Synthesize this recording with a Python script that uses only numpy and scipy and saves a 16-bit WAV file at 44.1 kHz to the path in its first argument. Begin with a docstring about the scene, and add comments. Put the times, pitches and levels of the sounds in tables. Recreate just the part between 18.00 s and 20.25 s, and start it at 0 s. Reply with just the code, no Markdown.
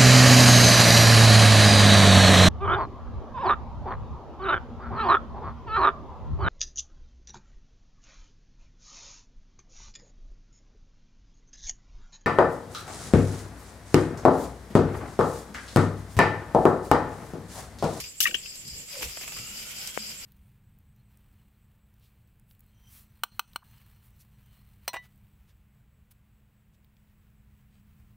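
"""Night at a walled pool: two kinds of distant insect chirp throughout, and a hand-held camera rustles.
At 0.2 s a frog is dropped into shallow water. The slap throws a burst of spray, trapped air rings
as bubbles and the displaced water closes with dull knocks; the walls return short echoes.
From about 1 s the camera moves closer, with louder rubbing, a creak, soft bumps and a faint hum.
Near 2 s a finger taps its left microphone port."""
import sys
import numpy as np
from scipy import signal
from scipy.fft import rfft, irfft, next_fast_len
from scipy.io import wavfile
from scipy.ndimage import map_coordinates

SR = 44100
rng = np.random.default_rng(int(sys.argv[2]) if len(sys.argv) > 2 else 0)


def inscribe(sig):
    """Save sig as 16-bit PCM at rate SR to the path in sys.argv[1].

    A 1-D sig is mono; a 2-D sig holds one channel per row.
    Samples are clipped to [-1, 1] before scaling.
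    """
    pcm = np.round(np.clip(np.atleast_2d(sig).T, -1, 1) * 32767)
    wavfile.write(sys.argv[1], SR, pcm.astype(np.int16))


N = 99225
TIME = np.arange(N) / SR


def amp(db):
    """Decibels to amplitude gain."""
    return 10 ** (np.asarray(db) / 20)


def unit(x):
    """Scaled to rms 1."""
    return x / np.sqrt(np.mean(x ** 2) + 1e-20)


def along(points, hz):
    """Interpolation of (Hz, value) points on a log frequency axis."""
    f, value = np.transpose(points)
    return np.interp(np.log(hz + 1), np.log(f + 1), value)


def level(rows):
    """Gain per sample from (s, dB) points, silent outside them."""
    return amp(np.interp(TIME, *np.transpose(rows), left=-np.inf, right=-np.inf))


def sides(pan_db):
    """Channel gains for a pan, the left level minus the right."""
    return amp(np.array([[.5], [-.5]]) * pan_db)


def wobble(rate):
    """A smooth random curve, rate knots a second."""
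    return map_coordinates(rng.standard_normal(int(N * rate / SR) + 4), [TIME * rate])


def filtered(x, response):
    """Linear filtering by a frequency response."""
    size = next_fast_len(N + SR // 2)
    return irfft(rfft(x, size) * response(np.fft.rfftfreq(size, 1 / SR)), size)[..., :N]


def burst(start, rise, t60, hold=0):
    """A quick rise, a hold and an exponential decay."""
    t = np.maximum(TIME - start, 0)
    return (1 - np.exp(-t / rise)) * np.exp(-np.log(1000) * np.maximum(t - hold, 0) / t60)


# Likeness of the channels. Each row: frequency in Hz, correlation.
COHERENCE = [(60, 0.99), (200, 0.94), (600, 0.86), (2000, 0.017), (6000, 0.034)]
def noise(response):
    """Partly coherent stereo noise of rms 1: alike in the bass, unrelated in the treble."""
    def mid_and_side(f):
        angle = np.arccos(np.clip(along(COHERENCE, f), -1, 1)) / 2
        return response(f) * [np.cos(angle), np.sin(angle)]
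    mid, side = filtered(rng.standard_normal((2, N)), mid_and_side)
    return unit(np.array([mid + side, mid - side]))


def band(hz, width_hz):
    """Noise in one steep resonance."""
    return noise(lambda f: 1 / (1 + ((f * f - hz * hz) / (f * width_hz + 1)) ** 2))


def sliding(rows, width_hz, ratio=1):
    """Frequency shifting makes a noise band follow (s, dB, Hz) points, at ratio times their pitch."""
    times, db, hz = np.transpose(rows)
    centre = ratio * hz.mean()
    shift_cycles = np.cumsum(ratio * np.interp(TIME, times, hz) - centre) / SR
    shifted = signal.hilbert(band(centre, width_hz)) * np.exp(2j * np.pi * shift_cycles)
    return level(np.transpose([times, db])) * shifted.real


# Outdoor background. Each row: frequency in Hz, relative spectral density in dB.
NIGHT_SPECTRUM = [(20, -3), (55, 3.5), (90, -1.5), (175, -1), (280, -10), (486, -9), (850, -20.5),
                  (1390, -22.5), (1900, -14), (2970, -6), (3900, -16.5), (4900, -3), (6100, -12), (7120, 3),
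                  (8200, -11), (9800, -21), (11700, -10), (14600, -15), (15800, -27)]
# Its balance. Each row: frequency in Hz, pan in dB.
NIGHT_BALANCE = [(1800, -0.5), (2700, -5), (7800, -1.5), (9500, 4), (12000, -3.5)]
def night():
    """Ambient noise: a broad spectrum whose level wavers slightly."""
    gain = amp(-45.5 + 1.8 * wobble(9.99))
    return gain * noise(lambda f: amp(along(NIGHT_SPECTRUM, f)) * sides(along(NIGHT_BALANCE, f)))


# The slower insect's calls. Each row: start in seconds, length in seconds, level in dB.
INSECT_CHIRPS = [(-.02, .11, -45), (0.203, 0.11, -46.5), (0.427, 0.13, -46), (0.655, 0.12, -44),
                 (.889, 0.13, -45), (1.106, 0.13, -45.5), (1.334, 0.13, -44.5), (1.54, 0.12, -46.5),
                 (1.758, 0.13, -44.5), (1.99, 0.14, -42), (2.23, .11, -43)]
PULSE_PERIOD_S = .0998  # the faster insect
def insects():
    """Amplitude modulation: each kind switches a narrow band of rasp on and off."""
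    def gate(start, length, edge):
        return .5 + .5 * np.tanh((length / 2 - np.abs(TIME - start - length / 2)) / edge)
    def rasp(hz, width_hz, pan_db):
        return sides(pan_db) * unit(band(hz, width_hz) * amp(1.5 * wobble(140)))
    chirps = sum(amp(db) * gate(start, length, edge=0.012) for start, length, db in INSECT_CHIRPS)
    pulse_starts = np.arange(0.069, N / SR, PULSE_PERIOD_S)
    pulses = amp(-44.5) * sum(gate(start, length=0.052, edge=0.011) for start in pulse_starts)
    return chirps * rasp(4956, width_hz=680, pan_db=5) + pulses * rasp(7590, width_hz=880, pan_db=-4)


# Balance of the rubbing. Each row: frequency in Hz, pan in dB.
FRICTION_BALANCE = [(300, -11.5), (1000, 1), (2800, 2), (6000, 1.5), (7600, 6), (9500, 0), (12500, 2.5)]
def friction(spectrum):
    """Sliding contact makes broadband noise, here with the given spectrum."""
    return noise(lambda f: amp(along(spectrum, f)) * sides(along(FRICTION_BALANCE, f)))


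# Rubbing as the camera moves. Each row: time in seconds, level in dB.
RUSTLE_LEVELS = [(0, -41), (.05, -47), (.17, -55), (.4, -51), (.6, -52.5), (.72, -49), (.85, -53),
                 (.96, -41), (1.01, -42.5), (1.03, -32), (1.06, -40), (1.15, -44), (1.28, -43),
                 (1.46, -45.5), (1.56, -41), (1.7, -42.5), (1.87, -40), (2, -43), (2.3, -45)]
# Its colour. Each row: frequency in Hz, relative spectral density in dB.
RUSTLE_SPECTRUM = [(150, -20), (500, 1), (900, -4.5), (1400, -1.5), (1750, 0), (2300, 8.5), (3050, 7),
                   (3900, 1.5), (5500, 6), (7500, 0.5), (9800, -0.5), (13000, 1.5), (15500, -9.5)]
def rustle():
    """Friction of hand and sleeve, fluttering in level."""
    flutter = amp(1.6 * wobble(50.31) + 0.95 * wobble(700))
    return level(RUSTLE_LEVELS) * flutter * friction(RUSTLE_SPECTRUM)


# Scuffs, then thin bright ticks. Each row: start in seconds, level in dB, T60 in seconds.
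SCUFF_EVENTS = [(.002, -36.5, 0.057), (.953, -38, .06), (1.009, -36, 0.042), (1.022, -32, 0.063),
                (1.028, -34, 0.028), (1.171, -34.5, 0.045), (1.212, -34.5, 0.05), (1.234, -37, 0.061),
                (1.277, -33, 0.052), (1.321, -35, 0.046), (1.365, -36.5, 0.066), (1.386, -36, 0.046)]
TICK_EVENTS = [(.002, -32, 0.072), (.556, -36.5, 0.038), (.678, -35.5, 0.049), (1.872, -30, 0.044)]
# Their colours. Each row: frequency in Hz, relative spectral density in dB.
SCUFF_SPECTRUM = [(150, -1.5), (600, 6), (1500, 5.5), (2700, 11), (3900, -2), (6000, 2), (9800, -3.5),
                  (13000, 0.5), (15500, -29)]
TICK_SPECTRUM = [(2000, -10), (5000, 7.5), (9000, 3), (13000, 4), (15800, -24)]
def catches(events, spectrum):
    """Friction transients: each catch in the rubbing is a decaying burst of grainy noise."""
    envelope = sum(amp(db) * burst(start, 0.00047, t60) for start, db, t60 in events)
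    return envelope * unit(friction(spectrum) * amp(1.8 * wobble(900)))


# Hand bumps. Each row: peak time in seconds, level in dB, Gaussian width in seconds, pitch in Hz.
HAND_BUMPS = [(0.007, -45, 0.039, 58), (0.675, -49, 0.022, 135), (0.734, -50, 0.028, 72),
              (0.992, -48, 0.011, 83), (1.028, -47, .012, 205), (1.06, -38, 0.018, 62),
              (1.122, -50, 0.022, 40), (1.412, -48, 0.022, 105)]
def bumps():
    """Soft impacts: slow contact puts the energy in a low band."""
    return sum(amp(db) * np.exp(-.5 * ((TIME - peak) / width) ** 2) * band(hz, 0.7 * hz)
               for peak, db, width, hz in HAND_BUMPS)


# Falling drops. Each row: start in seconds, level in dB.
DROP_IMPACTS = [(0.039, -34), (.3095, -35), (.343, -29), (0.3479, -27), (.459, -35)]
# Their colour. Each row: frequency in Hz, relative spectral density in dB.
DROP_SPECTRUM = [(700, -28), (1900, -10), (2750, 9), (4000, -10), (6200, -3), (9500, -17), (15800, -17)]
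def drips():
    """Impact noise: single drops tick on the surface."""
    envelope = sum(amp(db) * burst(start, 0.00034, t60=0.048) for start, db in DROP_IMPACTS)
    return envelope * noise(lambda f: amp(along(DROP_SPECTRUM, f)) * (f > 700))


# Air bubbles. Each row: start in seconds, pitch in Hz, level in dB, T60 in seconds,
# fraction of pitch gained per T60, pan in dB.
AIR_BUBBLES = [(0.2037, 2810, -17.5, 0.025, 0.17, 8), (0.2067, 1690, -29, 0.015, -0.014, 2),
               (.237, 3540, -21.5, 0.012, 0, 7.5), (0.239, 1810, -38, 0.1, -0.08, 12),
               (0.2547, 2700, -23, 0.016, -0.1, 10), (0.2548, 1895, -12, 0.022, -0.0047, 7),
               (0.26, 1280, -26, .028, -0.45, 14), (0.2623, 2560, -23.5, 0.044, 0.12, 3),
               (0.2661, 1920, -26.5, .016, -0.0074, 8), (0.2712, 2754, -20, 0.017, 0.2, 14),
               (0.273, 1840, -29, 0.014, -0.057, 6), (.273, 2290, -23.5, 0.066, 0.038, 7),
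               (0.3113, 2930, -30, 0.012, -0.04, 9), (0.3108, 1590, -35, 0.012, -0.11, 8),
               (0.3436, 2945, -14.5, 0.006, 0.047, 11.5), (0.3454, 1700, -23.5, 0.0043, 0.038, 9),
               (0.3461, 3070, -14, 0.007, -0.017, 8), (0.3507, 3120, -22, 0.019, 0.03, 12),
               (.459, 2600, -34, .014, .05, 9)]
def bubbles(hold_cycles=4.4):
    """Bubble resonance: trapped air rings briefly, its pitch sliding as the bubble moves."""
    out = np.zeros((2, N))
    for start, hz, db, t60, glide, pan in AIR_BUBBLES:
        t = np.maximum(TIME - start, 0)
        cycles = hz * t * (1 + glide * t / t60 / 2)
        envelope = amp(db) * burst(start, 0.0011, t60, hold=hold_cycles / hz)
        out += sides(pan) * envelope * np.sin(2 * np.pi * cycles)
    return out


# Water torn by the frog's body and legs, and falling spray.
# Each row: start in seconds, level in dB, T60 in seconds, pan in dB.
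WATER_SLAPS = [(0.204, -19, 0.076, 6.5), (0.2083, -26, 0.12, -8), (0.2255, -26.5, 0.07, 3),
               (0.2283, -22.5, 0.047, -5), (0.2376, -26, 0.055, 1), (0.265, -37, .06, 0),
               (.272, -31, 0.08, -3)]
# The spray's colour. Each row: frequency in Hz, relative spectral density in dB.
SPRAY_SPECTRUM = [(800, -37), (1500, -28), (2300, -5), (3100, 1), (3800, -4), (6100, 4.5), (7600, -0.5),
                  (10000, -2), (12700, 1.5), (14300, -1), (15800, -9.5)]
def spray():
    """Superposition: the tiny droplets thrown by each slap merge into a dense crackle."""
    envelope = sum(amp(db) * sides(pan) * burst(start, 0.00025, t60)
                   for start, db, t60, pan in WATER_SLAPS)
    hiss = noise(lambda f: amp(along(SPRAY_SPECTRUM, f)) * (f > 700))
    return envelope * unit(hiss * amp(2.2 * wobble(1100)))


# Bubble swarms where the water closes. Each row: start in seconds, mean delay in seconds,
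# level per bubble in dB, middle pitch in Hz, pitch spread in octaves.
BUBBLE_SWARMS = [(0.205, 0.0072, -30, 2560, 0.52), (0.255, .013, -27.5, 2250, 0.36),
                 (0.381, 0.056, -42.5, 2790, 0.16)]
def gurgle(count=40, t60_cycles=13):
    """Damped oscillation of many small random bubbles, their rate thinning exponentially."""
    out, t = np.zeros(N), np.arange(SR // 25) / SR
    for start, delay, db, hz, octaves in BUBBLE_SWARMS:
        scatter = rng.standard_normal((count, 2))
        quantiles = (np.arange(count) + rng.random(count)) / (count + 1)
        onsets = ((start - delay * np.log(1 - quantiles)) * SR).astype(int)
        for onset, (pitch, loudness) in zip(onsets, scatter):
            cycles = hz * 2 ** (octaves * np.clip(pitch, -2, 2)) * t
            envelope = (1 - np.exp(-cycles)) * np.exp(-np.log(1000) * cycles / t60_cycles)
            out[onset:onset + len(t)] += amp(db + 2 * loudness) * envelope * np.sin(2 * np.pi * cycles)
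    return sides(pan_db=17.5) * out


# Echoes off the pool walls. Each row: delay in seconds, gain in dB.
WALL_ECHOES = [(.0023, -23), (.0085, -24), (0.0162, -22)]
def pool(x, tail_t60=0.12, tail_db=-12.5):
    """Reflection: near walls add a few echoes and a short reverberant tail."""
    t = np.arange(SR // 3) / SR
    envelope = np.exp(-np.log(1000) * t / tail_t60) * (1 - np.exp(-t / 0.0025))
    tail = rng.standard_normal((2, len(t))) * envelope
    tail = amp(tail_db) * tail / np.linalg.norm(tail[0])
    echoes = filtered(x, lambda f: sum(amp(db) * np.exp(-2j * np.pi * f * s) for s, db in WALL_ECHOES))
    return x + echoes + signal.fftconvolve(x, tail, axes=1)[:, :N]


# The microphone ports' colouring of the splash. Each row: frequency in Hz, pan in dB.
PORT_BALANCE = [(300, -12), (1200, -14.5), (1900, -2.5), (2800, 1.5), (3900, 5), (6000, 0.5), (8000, -6),
                (12500, 11), (15000, 0)]
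def ports(x, right_lead_s=.0001):
    """Level and arrival-time differences between the two ports."""
    delays = np.array([[.5], [-.5]]) * right_lead_s
    return filtered(x, lambda f: sides(along(PORT_BALANCE, f)) * np.exp(-2j * np.pi * f * delays))


# Knocks of the water. Each row: start in seconds, level in dB.
SLOSH_KNOCKS = [(0.208, -47), (0.241, -48), (.271, -44), (0.291, -42.5), (.298, -46), (.32, -41),
                (0.345, -40.5)]
# Their colour. Each row: frequency in Hz, relative spectral density in dB.
SLOSH_SPECTRUM = [(100, -18), (200, -0.5), (400, -2.5), (550, -2), (800, -16), (2000, -64)]
def slosh():
    """Cavity collapse: displaced water closes with dull knocks."""
    envelope = sum(amp(db) * burst(start, 0.0011, t60=0.05) for start, db in SLOSH_KNOCKS)
    return envelope * noise(lambda f: amp(along(SLOSH_SPECTRUM, f)))


# A short creak. Each row: time in seconds, level in dB, pitch in Hz.
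CREAK_PATH = [(.93, -63, 600), (.96, -48.5, 545), (1.01, -50, 515), (1.028, -40, 465), (1.045, -50, 455),
              (1.08, -58, 470)]
def creak():
    """A low resonance sinks in pitch under the rubbing."""
    return sliding(CREAK_PATH, width_hz=110)


# Ringing in the rubbing. Each row: time in seconds, level in dB, upper pitch in Hz.
RING_PATH = [(1.2, -55, 2606), (1.42, -52, 2750), (1.6, -53, 3002), (1.9, -52, 3222), (2.25, -60, 3101)]
def rub_ring():
    """Friction excites two rising resonances about an octave apart."""
    return sliding(RING_PATH, width_hz=190) + amp(-6.5) * sliding(RING_PATH, width_hz=190, ratio=.47)


# A faint low hum. Each row: time in seconds, level in dB.
HUM_LEVELS = [(1.3, -72.5), (1.55, -58), (1.75, -58), (1.9, -67), (2, -53.5), (2.25, -76)]
def hum():
    """Narrowband noise is heard as a wavering tone."""
    return level(HUM_LEVELS) * band(214.5, width_hz=20)


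def tap(start=1.9756, ring_hz=486, push_s=0.000079):
    """Impulse response: a finger's push on the left port leaves a heavily damped ring."""
    t = TIME - start
    push = amp(-7) * np.exp(-.5 * (t / push_s - 1) ** 2)
    ring = amp(-15) * burst(start, .0001, t60=0.01) * np.cos(2 * np.pi * ring_hz * t)
    bandpass = lambda f: 1j * f / (1j * f + 250) / (1 + (f / 3100) ** 10)
    return np.array([[-1], [0]]) * filtered(push + ring, bandpass)


def scene():
    """Superposition of the night, the splash and the moving camera."""
    splash = ports(pool(spray() + bubbles() + gurgle() + drips())) + slosh()
    background = insects() + night()
    rubbing = rustle() + catches(SCUFF_EVENTS, SCUFF_SPECTRUM) + catches(TICK_EVENTS, TICK_SPECTRUM)
    return background + splash + rubbing + bumps() + creak() + rub_ring() + hum() + tap()


def record(dry, top_hz=15800):
    """Band limiting: the camera keeps nothing above top_hz."""
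    return filtered(dry, lambda hz: hz < top_hz)


dry = scene()
out = record(dry)
inscribe(out)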